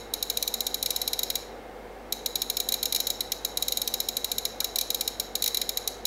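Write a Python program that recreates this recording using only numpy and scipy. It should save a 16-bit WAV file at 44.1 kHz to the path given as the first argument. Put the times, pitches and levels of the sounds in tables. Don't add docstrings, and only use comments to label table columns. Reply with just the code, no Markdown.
import sys
import numpy as np
from scipy import signal
from scipy.fft import rfft, irfft, next_fast_len
from scipy.io import wavfile
from scipy.ndimage import uniform_filter1d

SR = 44100
rng = np.random.default_rng(int(sys.argv[2]) if len(sys.argv) > 2 else 0)


def how_loud(loudness_db):
    steps = np.asarray(loudness_db, float) / 20
    return 10 ** steps


def store_pcm(level_fs):
    pcm = np.round(np.clip(level_fs, -1, 1) * 32767).astype(np.int16)
    wavfile.write(sys.argv[1], SR, np.atleast_2d(pcm).T)


N = 267642
FAINT_TOP_HZ = 15800


def detents():
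    firm_up = [0.226, 0.2992, 0.4763, 0.5396, 0.6051, 0.6663, 0.7426, 0.9613, 1.2314, 1.3541]
    firm_back = [2.418, 2.499, 2.5684, 2.6006, 2.6875, 2.721, 2.74, 2.8286, 2.8551, 2.9475, 2.9602, 3.069,
                 3.1016, 3.4481, 3.6237, 3.7215, 3.7714, 3.9391]
    firm_on = [4.0863, 4.2439, 4.316, 4.3818, 4.452, 4.6433, 4.9028, 4.9453, 5.0764, 5.353, 5.4399, 5.5705,
               5.6912, 5.7717, 6.0526]
    # start_s, slack (0-1)
    loose = [(0.137, 0.4), (0.3714, .8), (0.4256, 0.8), (0.8267, 0.8), (0.8593, 0.2), (0.905, 0.86),
             (1.0765, .25), (1.1906, .35), (2.1235, .65), (2.2597, .25), (2.3552, .35), (2.9236, .7),
             (3.0018, .8), (3.319, .95), (3.5719, 0.3), (3.6816, .65), (3.8164, .45), (3.8753, .85),
             (4.0016, .45), (4.1677, 0.4), (4.603, .35), (4.7576, .45), (4.7855, .98), (4.8108, .25),
             (5.0089, .25), (5.198, .25), (5.422, 0.6), (5.4769, 0.74), (5.8751, 0.9)]
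    light = [
        1.0157,
        1.1314,
        1.3012,
        3.2059,
        5.4602,
        5.5451,
        5.6148,
    ]
    muted = [
        .426,
        2.924,
        3.817,
        3.875,
        4.786,
    ]
    # panel_db, spring_db, shell_db, collar_db, longer (added factor of panel ring length)
    slack_rule = (-.4, -1, 0.8, 11.5, 0.0342)
    light_rule = (0.2, -3, -1.4, 2.5, 0.1417)
    back_rule = (0.17, 0.65, .1, .1, 0.035)
    scatter = (.4, 0.44, .3, .7, 0.031)

    earlier_s = -.06
    firm = firm_up + firm_back + firm_on + [earlier_s]
    loose_s, slack = np.transpose(loose)
    start_s = np.concatenate([firm, loose_s, light])
    change = np.vstack([
        np.zeros((len(firm), len(scatter))),
        np.outer(slack, slack_rule),
        [light_rule] * len(light),
    ])
    turns_back_s = 1.75
    change += np.outer(start_s > turns_back_s, back_rule)
    change += rng.standard_normal(change.shape) * scatter
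    is_muted = np.abs(start_s[:, None] - muted).min(axis=1) < .005
    change[is_muted, 1] += -2.5
    return np.column_stack([start_s, change]).T[..., None]


def ring(modes, ms, linger):
    out = 0
    chance = rng.standard_normal((len(ms), len(modes), 3))
    for k, (hz, late_ms, swell_ms, db) in enumerate(modes):
        age_ms = np.maximum(ms - late_ms - .008 * chance[:, k, :1], 0)
        grown = age_ms / (swell_ms * linger)
        envelope = grown * np.exp(1 - grown)
        gain = (-1) ** k * how_loud(db + 1.93 * chance[:, k, 1:2])
        pitch_hz = hz * (1 + .004 * chance[:, k, 2:])
        out = out + gain * envelope * np.sin(2 * np.pi * pitch_hz * age_ms / 1000)
    rms_10ms = np.sqrt((out ** 2).sum(axis=1, keepdims=True) / (SR / 100))
    return out / rms_10ms


def knob(snaps, hold, size=1024, count=8192):
    # pitch_hz, late_ms, swell_ms, level_db
    panel = [(2321, 6.25, 2.67, -25), (2360, 4.0, 0.63, -16.5), (2780, 4.5, 2.7, -33.5),
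             (2830, 2, 0.91, -19), (3232, 0.0, 1.62, -17.5), (3430, 6.5, 0.92, -22.0),
             (3588, 0.0, 1.9, -22.5), (3783, 2, 2.23, -10.5), (3900, 3, 3, -18), (3928, 0.0, 1.95, 0.0),
             (4260, 0.5, 2.7, -13.0), (4600, 3, 1.1, -17.5), (4780, 1, 0.87, -11.5),
             (5093, 2.5, 2.15, -15.5), (5426, 0.45, 1.94, -10.0), (5795, 0.5, 2.7, -18.5)]
    spring = [(6360, 2.5, 2.8, -19.5), (6560, 5, 0.28, -15), (6550, 6.48, 2.7, -21), (6654, 0.5, 1.6, -18),
              (6810, 2.0, 0.64, 0.0), (7180, 0.499, 2.5, -15.5)]
    shell = [(8045, 0.0, 1.28, -13.5), (8420, 0.5, 2, -22), (9110.0, 1.0, 0.53, -14.5),
             (9500, 4.5, 0.9, -18), (9790, 0.5, 0.29, -8.0), (9810, 1.3, 0.97, -19.0),
             (10580, -0.5, 2.2, -17.5), (10700, 5, 1.7, -32), (10920, 4, 0.7, -15),
             (11200, 6.5, 0.9, -17.5), (11260, 0.1, 0.71, -7.5), (11670, 0.5, 0.99, -15.5),
             (11900, 0.5, 0.28, -19.0), (12300, 4.5, 1.9, -29), (11960, 2.0, 0.49, -6.0),
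             (12440, 3.5, 0.55, -7.0), (12700, 7.5, 0.72, -18.5), (12640, 0.0, 1.8, -17.5),
             (12650, 0.5, 0.28, -6), (13570.0, 3, 1.8, -25.0), (13900, 0.5, 0.3, -5),
             (14240.0, 0.0, 1.3, -16.5), (14600.0, 5.25, 0.9, -25.0), (14750, 1, 1.3, -20),
             (15000, 2.5, 0.3, -9.5), (15270, 1.5, 0.87, -10.5),
             (4385, .4, 1.55, -15.5), (10050, .6, .9, -17.5), (12670, 1.1, 1.5, -12)]
    collar = [(2714, 1.21, .9, -22.5), (4455, 0.608, 1.2, -18), (4850, 0.29, 0.84, -14),
              (6020, 0.593, 1.55, -11), (8710, 0.297, 0.85, -20)]
    casing = [(2082, 2.484, 1.6, -1.5), (1740, 1.46, 0.58, -10), (3922, 2.6, 1.25, 6.5)]
    part_db = [-25.5, -31.5, -28.5, -43.5, -42]

    start_s, panel_db, spring_db, shell_db, collar_db, longer = snaps
    linger = .97 + longer
    start = np.floor(start_s * SR).astype(int) - 40
    ms = 1000 * (np.arange(size) + start - start_s * SR) / SR + 0.16
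    wave = how_loud(part_db[0] + panel_db) * ring(panel, ms, hold * linger ** 1.2)
    wave += how_loud(part_db[1] + spring_db) * ring(spring, ms, hold)
    wave += how_loud(part_db[2] + shell_db) * ring(shell, ms, hold)
    wave += how_loud(part_db[3] + 1.27 * (collar_db - 1.1)) * ring(collar, ms, hold)
    wave += how_loud(part_db[4] + 34 * (linger - 1)) * ring(casing, ms, hold)
    out = np.zeros(count + N + size)
    np.add.at(out, count + start + np.arange(size), wave)
    return out[:count + N]


def thumb():
    # start_s, level_db, pitch_hz, swell_s
    slips = [
        (.503, -35, 850, .008),
        (4.612, -30, 1110, 0.008),
    ]
    t = np.arange(N) / SR
    out = 0
    for start_s, db, hz, swell_s in slips:
        grown = np.maximum(t - start_s, 0) / swell_s
        octave_hz = [hz / np.sqrt(2), hz * np.sqrt(2)]
        band = signal.butter(2, octave_hz, "band", fs=SR, output="sos")
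        rub = signal.sosfilt(band, rng.standard_normal(N))
        out = out + how_loud(db) * grown * np.exp(1 - grown) * rub
    return out


def convolve(x, h):
    size = next_fast_len(len(x) + len(h))
    return irfft(rfft(x, size) * rfft(h, size), size)[:len(x)]


def room():
    # late_ms, level_db
    echoes = [
        (10.2, -22),
        (13.1, -24),
        (16.5, -32),
    ]
    # centre_hz, t60_s, level_db
    decay = [(2000, 0.85, 0.46), (3920, 0.52, -0.5), (5250, 0.51, 2), (6000, 0.49, 0), (6850, 0.43, 1),
             (9000, 0.41, -4), (10900, 0.37, -0.6), (12500, 0.31, -2.5), (15000, 0.26, -3)]
    t = np.arange(SR) / SR
    centre_hz, t60_s, level_db = np.transpose(decay)
    hz = np.arange(SR // 2 + 1) + 1.
    tail = 0
    for k in range(len(centre_hz)):
        share = np.interp(np.log(hz), np.log(centre_hz), np.eye(len(centre_hz))[k])
        share = share * (hz < FAINT_TOP_HZ)
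        band = irfft(np.sqrt(share) * rfft(rng.standard_normal(SR)), SR)
        tail = tail + band * how_loud(level_db[k] - 60 * t / t60_s[k])
    rise_s = .016
    tail *= 1 - np.exp(-(t / rise_s) ** 2)
    response = tail * how_loud(-13) / np.sqrt(np.sum(tail ** 2))
    for late_ms, db in echoes:
        response += how_loud(db) * np.sinc(np.arange(SR) - late_ms * SR / 1000)
    return response


def walk(rate):
    k = int(SR / rate)
    held = np.repeat(rng.standard_normal(N // k + 1), k)
    return 0.93 * uniform_filter1d(uniform_filter1d(held, k), k)[:N]


def fan():
    # pitch_hz, level_db (per Hz)
    spectrum = [(20, -21), (40, -19), (75, -17), (130, -18.5), (223, -13), (330, -9.5), (463, -6),
                (620, -11.5), (800, -10), (1050, -17), (1700, -19), (2400, -25.5), (5000, -34),
                (9000, -40.5)]
    # centre_hz, width_hz, lift_db
    resonances = [(230.5, 18, 4), (500, 73, 5.5), (738, 136, 4.5), (2137, 69, 8.5)]
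    hz = np.arange(N // 2 + 1) * SR / N + 1e-3
    point_hz, point_db = np.transpose(spectrum)
    gain = how_loud(np.interp(np.log(hz), np.log(point_hz), point_db))
    for centre_hz, width_hz, lift_db in resonances:
        gain *= how_loud(lift_db / (1 + (2 * (hz - centre_hz) / width_hz) ** 2))
    gain *= hz < FAINT_TOP_HZ
    noise = gain * rfft(rng.standard_normal(N))
    octave = np.clip(np.log2(hz / 125), 0, 6)
    rush = 0
    for k in range(7):
        share = np.clip(1 - np.abs(octave - k), 0, 1)
        rush = rush + how_loud(0.47 * walk(4.85)) * irfft(noise * share, N)
    return rush * how_loud(-43) / np.sqrt(np.mean(rush ** 2))


def hum():
    # pitch_hz, level_db (rms)
    tones = [
        (49.3, -53.5),
        (99.6, -65),
        (231, -61),
    ]
    t = np.arange(N) / SR
    out = 0
    for hz, db in tones:
        level = np.sqrt(2) * how_loud(db + 1.2 * walk(5.87))
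        out = out + level * np.sin(2 * np.pi * hz * t)
    return out


def scene():
    snaps = detents()
    direct = knob(snaps, hold=1)[-N:]
    walls = convolve(knob(snaps, hold=0.6), room())[-N:]
    return (direct + walls + thumb() + fan() + hum())[None]


def band_limit(x):
    return signal.sosfilt(signal.butter(12, 16810, fs=SR, output="sos"), x)


def record(dry):
    low_pass = signal.butter(12, 15800, fs=SR, output="sos")
    return band_limit(signal.sosfilt(low_pass, dry))


dry = scene()
out = record(dry)
store_pcm(out)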